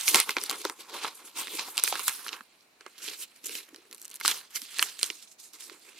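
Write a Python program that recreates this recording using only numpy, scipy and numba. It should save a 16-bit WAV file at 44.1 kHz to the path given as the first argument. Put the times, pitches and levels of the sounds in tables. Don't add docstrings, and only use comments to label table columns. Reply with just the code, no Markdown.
import sys
import numpy as np
from scipy import signal
from scipy.fft import rfft, irfft, next_fast_len
from scipy.io import wavfile
from scipy.ndimage import uniform_filter1d, map_coordinates
from numba import njit

SR = 44100
rng = np.random.default_rng(int(sys.argv[2]) if len(sys.argv) > 2 else 0)


def wav_out(sig):
    wavfile.write(sys.argv[1], SR, np.round(np.clip(np.atleast_2d(sig).T, -1, 1) * 32767).astype(np.int16))


def invert_db(level):
    return 10 ** (np.asarray(level, dtype=float) / 20)


N = 264159


def unit(x):
    return x / np.sqrt(np.mean(x ** 2) + 1e-20)


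def along(points, hz):
    point_hz, value = np.transpose(points)
    return np.interp(np.log(hz + 1), np.log(point_hz + 1), value)


def wobble(rate):
    knots = rng.standard_normal(N // 20)
    return map_coordinates(knots, [np.arange(N) * rate / SR])


def filtered(x, response):
    m = next_fast_len(N + 8192)
    hz = np.fft.rfftfreq(m, 1 / SR)
    return irfft(rfft(x, m) * response(hz), m)[..., :N]


@njit
def add_clicks(out, start, turn, cycles, gain):
    for g in range(len(start)):
        first = max(int(start[g]) + 1, 0)
        last = min(first + int(7 * cycles * 1 / turn[g]), len(out))
        for i in range(first, last):
            u = (i - start[g]) * turn[g]
            fade = np.exp(-u / cycles) * (1 - np.exp(-4 * u))
            out[i] += gain[g] * np.sin(2 * np.pi * u) * fade


def clicks(s, gain, hz, octaves, cycles, aim, lag=0.77, lag_spread=1.56, pan_spread_db=-0.5):
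    draw = rng.standard_normal((len(s), 4))
    turn = np.clip(hz * 2 ** (octaves * draw[:, 0]) / SR, .002, .4)
    late = lag + lag_spread * draw[:, 1]
    lean = invert_db(aim * pan_spread_db * draw[:, 2] / 2)
    sign = np.sign(draw[:, 3])
    pair = np.zeros((2, N))
    add_clicks(pair[0], s * SR + late / 2, turn, float(cycles), gain * lean * sign)
    add_clicks(pair[1], s * SR - late / 2, turn, float(cycles), gain / lean * sign)
    return pair


# start_s, level_db (beside the film)
GRIP_POINTS = [(0, -54), (.12, -12), (.56, -3), (.85, -0.5), (1.05, -11), (1.25, 1.5), (1.39, -15.5),
               (1.53, -1.5), (1.59, -9.5), (2.1, -20), (2.8, 0.5), (3.23, -16.5), (3.55, -8.5), (3.9, 0.5),
               (4.3, -22), (4.8, -21), (5.58, -13.5), (5.78, -3)]


def grip_db(s):
    return np.interp(s, *np.transpose(GRIP_POINTS))


# peak_s, level_db, swell_s, fade_s, brightness_db
FRONT_SHEET_PULLS = [(0.0, -39.5, .02, 0.42, 3), (0.083, -31, 0.025, 0.19, 10),
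                     (.148, -24.5, 0.015, 0.091, -2.5), (.201, -30, .008, 0.03, 2),
                     (.303, -35, 0.047, 0.038, 1.5), (.376, -41.5, 0.02, 0.043, -8),
                     (0.408, -45, 0.041, 0.27, 6), (0.509, -40.5, 0.036, 0.12, -3),
                     (.583, -48, .012, .15, 7), (0.617, -46, 0.06, 0.015, 5.5),
                     (0.646, -43.5, .012, 0.095, -5), (0.807, -51, 0.055, 0.14, 2.5),
                     (.897, -49.5, .05, 0.071, 1.5), (0.939, -43.5, 0.031, 0.33, -2),
                     (1.045, -40, 0.087, 0.064, -4), (1.081, -39, 0.16, 0.031, -6),
                     (1.148, -56.5, 0.014, 0.29, 7), (1.2, -61, 0.018, 0.022, -3.5),
                     (1.258, -58, 0.024, 0.066, 17), (1.277, -55.5, 0.0088, 0.018, -3),
                     (1.374, -42, 0.043, 0.8, 2), (1.5, -48.5, 0.043, 0.21, 10.5),
                     (1.596, -35, 0.016, 0.031, -4), (1.64, -55, .05, 0.081, -5),
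                     (1.68, -46, .015, 0.031, -4.5)]
FIST_SQUEEZES = [(1.705, -50.5, 0.1, 0.045, 14.5), (1.786, -33.5, 0.032, 0.036, 0),
                 (1.848, -37.5, 0.048, 0.27, 4), (1.926, -38.5, 0.0096, 0.099, -3),
                 (1.957, -41.5, .01, .08, 1.5), (1.996, -43, .01, 0.15, -1.5), (2.04, -49, .2, 0.24, 17),
                 (2.082, -34.5, 0.018, 0.079, 2), (2.1, -42, .02, 0.2, 0.5), (2.24, -53, 0.13, .1, -1.5),
                 (2.285, -42.5, 0.066, 0.044, -3.5), (2.334, -44, 0.042, 0.055, -5),
                 (2.4, -68, 0.022, 0.08, -4)]
BACK_SHEET_PICKS = [(2.811, -59.5, 0.013, 0.03, -10), (2.864, -63.5, .01, 0.026, -14),
                    (2.939, -63.5, 0.27, 0.26, -4.5), (2.984, -53, 0.0054, 0.076, 9.5),
                    (3.026, -47.5, 0.0082, 0.24, 4.5), (3.08, -42, 0.061, 0.1, 1.5),
                    (3.135, -49.5, 0.17, 0.036, 6), (3.19, -52.5, 0.017, 0.15, 2.5),
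                    (3.238, -42.5, 0.07, 0.015, 9.5), (3.31, -61, .006, 0.027, 2),
                    (3.36, -58, 0.02, 0.081, 3), (3.442, -48, .003, .025, 7), (3.458, -45, 0.004, 0.06, 13),
                    (3.488, -49.5, 0.0043, .03, 3), (3.51, -43, 0.033, 0.14, 4.5),
                    (3.59, -42, 0.15, 0.05, 7), (3.63, -64, .1, 0.2, -4), (3.751, -61.5, 0.21, 0.24, -1.5),
                    (3.927, -56, 0.028, 0.053, 0), (4.05, -63, 0.23, 0.41, 6),
                    (4.165, -58.5, 0.19, .04, -2.5)]
BACK_SHEET_PULLS = [(4.21, -54.5, 0.0083, 0.024, -17), (4.254, -35, 0.025, 0.088, 7.5),
                    (4.3, -28, 0.06, 0.068, 3), (4.369, -50.5, 0.13, 0.16, -1),
                    (4.508, -53.5, 0.011, .1, 2.5), (4.536, -57.5, 0.0071, .05, -0.5),
                    (4.558, -36.5, 0.016, 0.075, 7.5), (4.619, -44.5, 0.022, 0.1, 4.5),
                    (4.685, -57.5, .01, .1, 0), (4.748, -52.5, 0.034, .1, 0), (4.827, -35.5, 0.11, 0.14, 2),
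                    (5.04, -42.5, 0.096, 0.16, 2), (5.065, -42, 0.028, .04, 8), (5.16, -55, .1, .1, 4.5),
                    (5.226, -52, 0.01, 0.06, 6), (5.279, -56, .012, .04, 11),
                    (5.315, -60, 0.025, .04, 10.5), (5.393, -55, 0.012, 0.12, 11),
                    (5.443, -56, 0.013, .1, 5), (5.535, -49.5, 0.0073, 0.04, 7.5),
                    (5.548, -51.5, .01, .07, 7), (5.607, -47, .025, 0.03, 6), (5.63, -52, .03, 0.17, 6),
                    (5.72, -57, 0.12, 0.15, -2), (5.87, -57, 0.13, .25, 2.5), (5.98, -56.5, 0.06, 0.2, 6)]
SPAN_DB = 20
FOLD_DB, FIZZ_DB = -2.5, -3
FOLD_FOLLOWS, FIZZ_FOLLOWS = 1.16, 0.93
SLAB_FOLLOWS = 0.13


def effort():
    t = np.arange(N // 32 + 2) * 32 / SR
    pulls = FRONT_SHEET_PULLS + FIST_SQUEEZES + BACK_SHEET_PICKS + BACK_SHEET_PULLS
    s, level_db, swell, fade, bright = np.transpose(pulls)[..., None]
    rising = (s - t) / np.maximum(swell, .003)
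    falling = (t - s) / np.maximum(fade, .003)
    pull_db = level_db - SPAN_DB * np.maximum(rising, falling)
    slab_db = grip_db(t) - SLAB_FOLLOWS * bright
    fold_db = FOLD_DB - FOLD_FOLLOWS * bright
    fizz_db = FIZZ_DB + FIZZ_FOLLOWS * bright
    curves = []
    for db in (slab_db, fold_db, 0, fizz_db):
        total = np.linalg.norm(invert_db(pull_db + db), axis=0)
        curves.append(np.interp(np.arange(N) / SR, t, total))
    return curves


# pitch_hz, pitch_spread_octaves, life_cycles, sliding_clicks_per_s, clump_length_s,
# snap_level_db, how_directional (0-1)
RINGING_PARTS = [
    (416, 0.27, 1.7, 710, .004, -2, 0.06),
    (1400, 0.46, 1.1, 2500, 0.001944, -4, 0.1),
    (4310, 0.45, 1.49, 5000, 0.001232, 0, 1),
    (10030, 0.4, 1.85, 9300, 0.00072, 3, 0.2),
]
# start_s, then pitch shifts of big_folds_octaves,
# small_folds_octaves, fizz_octaves
STRETCH_POINTS = [(0, 0, -.1, 0), (.6, -.2, 0, 0), (.95, -.35, -0.0084, -0.041), (1.3, -.3, -.05, 0),
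                  (1.45, -.2, 0, .15), (1.7, -.3, -.1, 0.18), (1.95, -.2, 0.06, .15), (2.15, 0.11, .3, .2),
                  (2.5, -0.095, 0, 0), (3.0, .8, .2, 0.04), (3.6, 0.71, -.1, 0.077), (4.0, 0.24, 0, 0),
                  (4.3, .2, 0, -0.064), (4.6, .6, -0.035, 0), (5.0, 0.53, 0, -0.17), (5.3, 0.57, .4, -.3),
                  (5.65, 0.41, .4, -.2), (5.99, 0.24, -0.36, -.2)]


def slide():
    clumps_db = 1.1 * wobble(30) + 1.3 * wobble(150)
    out = np.zeros((2, N))
    when, *shifts = np.transpose(STRETCH_POINTS)
    shifts = [0 * when] + shifts
    for part, gain, shift in zip(RINGING_PARTS, effort(), shifts):
        hz, octaves, cycles, rate, _, _, aim = part
        draw = rng.random((60000, 2))[:int(rate * N / SR)]
        s = draw[:, 0] * N / SR
        strength = invert_db(-1.8 * np.log(draw[:, 1]))
        pitch = hz * 2 ** np.interp(s, when, shift)
        stream = clicks(s, strength, pitch, octaves, cycles, aim)
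        out += unit(stream * invert_db(clumps_db + 2.36 * wobble(25))) * gain
    return out


# start_s, peak_db, big_fold_db, fizz_db, big_fold_pitch_hz
FRONT_SHEET_CREASES = [(0.0799, -7.5, -25, -8, 2900), (0.1458, -5, -4.5, -19, 2310),
                       (0.1521, -9.5, 4, -10, 1025), (0.1572, -7.5, -16, -5, 1000),
                       (0.201, -7, -13, -0.5, 2630), (0.277, -37.5, 10, -9.5, 1040),
                       (0.2929, -17, 7, -0.5, 2150), (0.3673, -18, 9.5, -13, 2210),
                       (.369, -30, 14.5, -20.5, 1100), (0.384, -22, -0.5, -29.5, 2070),
                       (0.4376, -24, 0, 5.5, 2100), (0.4969, -20.5, -18, 3.5, 2310),
                       (.512, -26, -0.5, 7, 1080), (0.528, -31.5, 8.5, -16.5, 2800),
                       (0.6515, -19.5, 9, -4.5, 1060), (0.698, -22.5, -1, -5.5, 1180),
                       (1.0467, -26, 12, -17.5, 1100), (1.0636, -34.5, 6, -17, 1510),
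                       (1.4714, -28, -3, -6, 2210), (1.481, -31, 2, -13, 1940),
                       (1.5942, -21, 0.5, -10.5, 2033)]
FIST_CREASES = [(1.771, -18.5, -13, -6, 2666), (1.7788, -10, -11, -6, 3450), (1.7972, -26, -5, 7, 2300),
                (1.8375, -20, 2, 15, 1370), (1.877, -17, 3.5, -9.5, 2590), (1.9252, -17.5, 6, -15, 866),
                (1.9549, -22, 3, -9.5, 1380), (1.974, -33, 8.5, -9.5, 1370), (1.9943, -27, 7, 4.5, 1310),
                (2.0807, -19, 6.5, 10.5, 1415), (2.0947, -32.5, 9, 13.5, 1497), (2.2648, -40, 15, -6, 1400),
                (2.282, -19.5, -17, -15.5, 2540), (2.2908, -23.5, 1.5, -25.5, 2500),
                (2.33, -24.5, 4.5, -15, 2900), (2.4078, -39.5, 10.5, -18, 1420)]
BACK_SHEET_CREASES = [(2.809, -35, -13, -35, 1440), (2.864, -35, 7, -10, 836), (2.9994, -48, 6, -5, 1270),
                      (3.079, -28.5, 5.5, -22, 2860), (3.086, -28.5, 4.5, -15, 2900),
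                      (3.4412, -42, 2, 6.5, 2670), (3.4943, -33, 8, 1.5, 1950),
                      (3.553, -24.5, 4.5, -9, 2720), (3.7455, -37, 4.5, -3, 2820),
                      (4.2015, -38, -3, 2, 1660), (4.2115, -33, 13, -1.5, 2200),
                      (4.25, -24.5, 13, -10, 1400), (4.259, -9, -5, -25.5, 1900),
                      (4.279, -10.5, -4, 2, 1920), (4.3132, -17, -5, -7, 1630), (4.412, -38, -3, -27, 2200),
                      (4.7858, -27.5, 6, 4.5, 2190), (4.7937, -8.5, -2.5, -36, 1780),
                      (4.8265, -9, -1, -2, 2050), (5.0306, -12, -13, 0.5, 2470),
                      (5.1019, -19.5, -2, -22, 2590), (5.6077, -41, -10, 9, 2360),
                      (5.6976, -34, 1, -20.5, 1460)]
# start_s, peak_db, fizz_db
WRINKLE_TICKS = [(.033, -28, 2.5), (.0747, -21.5, -12), (0.3068, -20, -4), (.504, -24, 2.5),
                 (1.789, -26, 2), (1.847, -34, 13.5), (3.446, -36, -5), (3.469, -46, 19.5),
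                 (3.761, -33.5, -3), (3.928, -32.5, -5), (3.947, -41.5, 5), (3.998, -53, 10),
                 (4.0264, -55, 18), (4.0325, -54, 12), (4.0476, -46, 12), (4.0533, -42, 12),
                 (4.095, -51, 10.5), (4.1018, -46.5, 10.5), (4.1137, -38, 4), (4.1216, -41, -3),
                 (4.151, -44, 7), (4.1556, -41, 8), (4.163, -37, 3), (4.559, -24, -4),
                 (4.992, -25.5, -13.5), (4.9964, -34, 5), (5.042, -25, 3), (2.981, -40, -1.5),
                 (.8046, -42, 1.5), (.8974, -37, -11.5), (.9413, -36, -5), (1.0336, -30, -9.5),
                 (1.0785, -29, -8.5), (1.371, -40.5, 8), (1.6782, -39, -4), (3.0182, -44, -4),
                 (3.2297, -44, 8), (3.3085, -58, 0), (3.3619, -48, 0), (3.6901, -41.5, -6.5),
                 (4.292, -21, -1), (4.6181, -27.5, -3), (4.7443, -31, -5.5), (5.0132, -28, -7),
                 (5.0631, -36.5, 8.5), (5.2292, -43.5, 0), (5.413, -53, -5), (5.4397, -50, 5),
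                 (5.5435, -46.5, 3), (2.272, -34, 3.5), (1.845, -30, 4), (.1165, -30, -8)]
# start_s, peak_db, fizz_db
MORE_TICKS = [(0.0104, -20, 7), (0.1451, -5, 7), (0.1584, -7, 7), (0.1624, -16, 7), (0.5574, -30, 7),
              (0.6164, -28, 7), (3.9125, -34, 7), (3.9314, -33, 7), (3.9504, -40, 7), (3.9544, -44, 7),
              (3.9634, -45, 7), (3.9734, -45, 7), (3.9809, -37, 7), (4.0044, -44, 7), (4.0164, -30, 7),
              (4.0584, -33, 7), (4.0801, -32, 7), (4.1174, -37, 7), (4.1324, -39, 7), (4.142, -29, 7),
              (4.1584, -29, 7), (4.1704, -41, 7), (4.1999, -30, 7), (4.2054, -30, 7), (5.7954, -47, 7)]
MORE_TICKS_DB = -9
TICK_FOLD_DB, TICK_HZ = -15.5, 2500
SNAP_SLAB_DB, SNAP_SLAB_FOLLOWS = -10.5, 0.91
CRACK_DB, CRACK_HZ, CRACK_CYCLES = -5, 7000, 0.35


def snaps(count=10):
    ticks = [(s, db, TICK_FOLD_DB, fizz, TICK_HZ) for s, db, fizz in WRINKLE_TICKS]
    ticks += [(s, db + MORE_TICKS_DB, TICK_FOLD_DB, fizz, TICK_HZ) for s, db, fizz in MORE_TICKS]
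    creases = FRONT_SHEET_CREASES + FIST_CREASES + BACK_SHEET_CREASES + ticks
    s, peak_db, big, fizz, fold_hz = np.transpose(creases)
    slab = SNAP_SLAB_DB + SNAP_SLAB_FOLLOWS * big + grip_db(s)
    out = np.zeros((2, N))
    for part, rel_db in zip(RINGING_PARTS, (slab, big, 0 * s, fizz)):
        hz, octaves, cycles, _, clump, part_db, aim = part
        if rel_db is big:
            hz, octaves, cycles = np.repeat(fold_hz, count), .3, 1.4
        draw = rng.random((300, count, 2))[:len(s)]
        after = -np.log(draw[..., 0]) * (np.arange(count) > 2) + 0.098 * draw[..., 0]
        fall_db = -5 * after - 7 * draw[..., 1] * (np.arange(count) > 0)
        gain = invert_db((peak_db + rel_db + part_db)[:, None] + fall_db)
        start = s[:, None] + clump * after
        out += clicks(start.ravel(), gain.ravel(), hz, octaves, cycles, aim, lag_spread=1.0)
    crack = invert_db(peak_db + CRACK_DB) * (0.17 + 0.8 * invert_db(fizz))
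    return out + clicks(s, crack, CRACK_HZ, 0.17, CRACK_CYCLES, .5, lag_spread=.3)


def patchy(pair, depth_db):
    z = signal.stft(pair, nperseg=512)[2]
    field = rng.standard_normal(z.shape[1:])
    field = uniform_filter1d(field, size=22, axis=0)
    field = uniform_filter1d(field, size=9, axis=1)
    return signal.istft(z * invert_db(depth_db * unit(field)), nperseg=512)[1][:, :N]


# start_s, left_minus_right_db, extra_path_off_the_table_ms
HAND_PLACES = [(0, -1, 0.86), (.3, 1, 0.87), (1.7, 0.5, 0.81), (2.2, -1.5, 0.74), (2.601, -1.5, 0.67),
               (3.5, -1, 0.75), (4.3, 0, .66), (4.8, -1.5, 0.64), (5.5, -2.5, 0.8), (5.99, -2.5, 0.84)]


def placed(pair, bounce=0.19, dull_hz=3500):
    s, lean_db, ms = np.transpose(HAND_PLACES)
    now = np.arange(N)
    source = now - np.interp(now / SR, s, ms) * SR / 1000
    dull = filtered(pair, lambda hz: 1 / (1 + (hz / dull_hz) ** 2))
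    copy = np.array([np.interp(source, now, side) for side in dull])
    balance_db = np.outer([.5, -.5], np.interp(now / SR, s, lean_db))
    return (pair + bounce * copy) * invert_db(balance_db)


# start_s, peak_db, pitch_hz
FINGER_TAPS = [(0.113, -34, 380), (0.365, -28.5, 440), (0.654, -31, 450), (2.004, -40, 433),
               (2.324, -50, 290), (2.405, -44, 272), (2.863, -48, 410), (3.087, -50, 377),
               (3.492, -37, 383), (3.55, -43, 436), (3.725, -39, 320), (3.782, -44, 361), (3.902, -50, 296),
               (3.925, -52, 358), (4.101, -53, 361), (4.621, -46, 293), (5.028, -37, 398),
               (5.1, -37.5, 409), (5.713, -41, 393), (5.794, -53.5, 420)]


def taps(count=3):
    s, peak_db, hz = np.repeat(FINGER_TAPS, count, axis=0).T
    start = s + 0.004 * rng.random(len(s))
    return clicks(start, invert_db(peak_db - 3.5), hz, octaves=0.19, cycles=1.9, aim=.1)


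# pitch_hz, width_hz, level_db
HOLLOWS = [(313, 14, -4.5), (398, 77, -1.5), (450, 55, -4), (930, 130, -5), (2127, 58, -6.5),
           (4100, 250, -13)]
# pitch_hz, level_db
FILM_COLOUR = [(60, -34.5), (150, -9), (300, -4), (640, -6), (1000, -1.5), (1720, -0.5), (2500, 2),
               (6000, 2.5), (13000, 5), (15300, -0.5), (16000, -8), (17000, -28)]
# pitch_hz, left_minus_right_db
FILM_LEAN = [(200, -0.5), (600, 0), (1500, -4), (5000, -2.5), (12000, -1)]


def coloured(pair):
    def colour(hz):
        hollow = 1
        for c, width, db in HOLLOWS:
            hollow = hollow + invert_db(db) * 1j * hz * width / (c * c - hz * hz + 1j * hz * width)
        lean_db = np.outer([.5, -.5], along(FILM_LEAN, hz))
        return hollow * invert_db(along(FILM_COLOUR, hz) + lean_db)
    return filtered(pair, colour)


# pitch_hz, likeness (0-1)
LIKENESS = [(60, 0.88), (240, 0.99), (950, 0.11), (3770, 0.06), (15000, 0.04)]


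def ports(pair, spectrum):
    def shape(hz):
        turn = np.arccos(np.clip(along(LIKENESS, hz), -1, 1)) / 2
        return invert_db(along(spectrum, hz)) * [np.cos(turn), np.sin(turn)]
    mid, side = filtered(pair, shape)
    return unit(np.array([mid + side, mid - side]))


# pitch_hz, time_to_fall_60_db_s
ROOM_DECAY = [(200, 0.035), (1500, 0.035), (10000, 0.033)]


def room(x):
    length = SR // 3
    hz, t, z = signal.stft(rng.standard_normal((2, length)), SR, nperseg=256)
    fade = invert_db(-60 * t / along(ROOM_DECAY, hz)[:, None])
    noise = signal.istft(z * fade, SR, nperseg=256)[1]
    tail = ports(noise, [(100, 0)])[:, :length]
    tail = tail / np.linalg.norm(tail[0])
    late = np.pad(x.mean(0), (130, 0))[None]
    return signal.fftconvolve(late, tail, axes=1)[:, :N]


# pitch_hz, level_db (per Hz)
HISS_COLOUR = [(15, -53), (25, -26), (124, -21), (245, -9), (538, -12), (669, -9.5), (726, -9.5),
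               (1930, -14.5), (2400, -9), (3410, -19.5), (4200, -12), (4900, -19), (11600, -25.5),
               (15200, -28), (16500, -30.5)]
HISS_DB = -68.5


def hiss():
    return invert_db(HISS_DB + 3.5) * ports(rng.standard_normal((2, N)), HISS_COLOUR)


def scene():
    sliding = invert_db(-2.0) * patchy(slide(), depth_db=2.0)
    creasing = invert_db(-0.83) * snaps()
    film = coloured(placed(sliding + creasing) + taps())
    return film + invert_db(-14) * room(film) + hiss()


def top_cut(x):
    return signal.sosfilt(signal.butter(12, 15880, fs=SR, output="sos"), x)


def record(dry):
    soft = dry / (1 + np.abs(dry / .95) ** 4) ** (1 / 4)
    return top_cut(soft)


dry = scene()
out = record(dry)
wav_out(out)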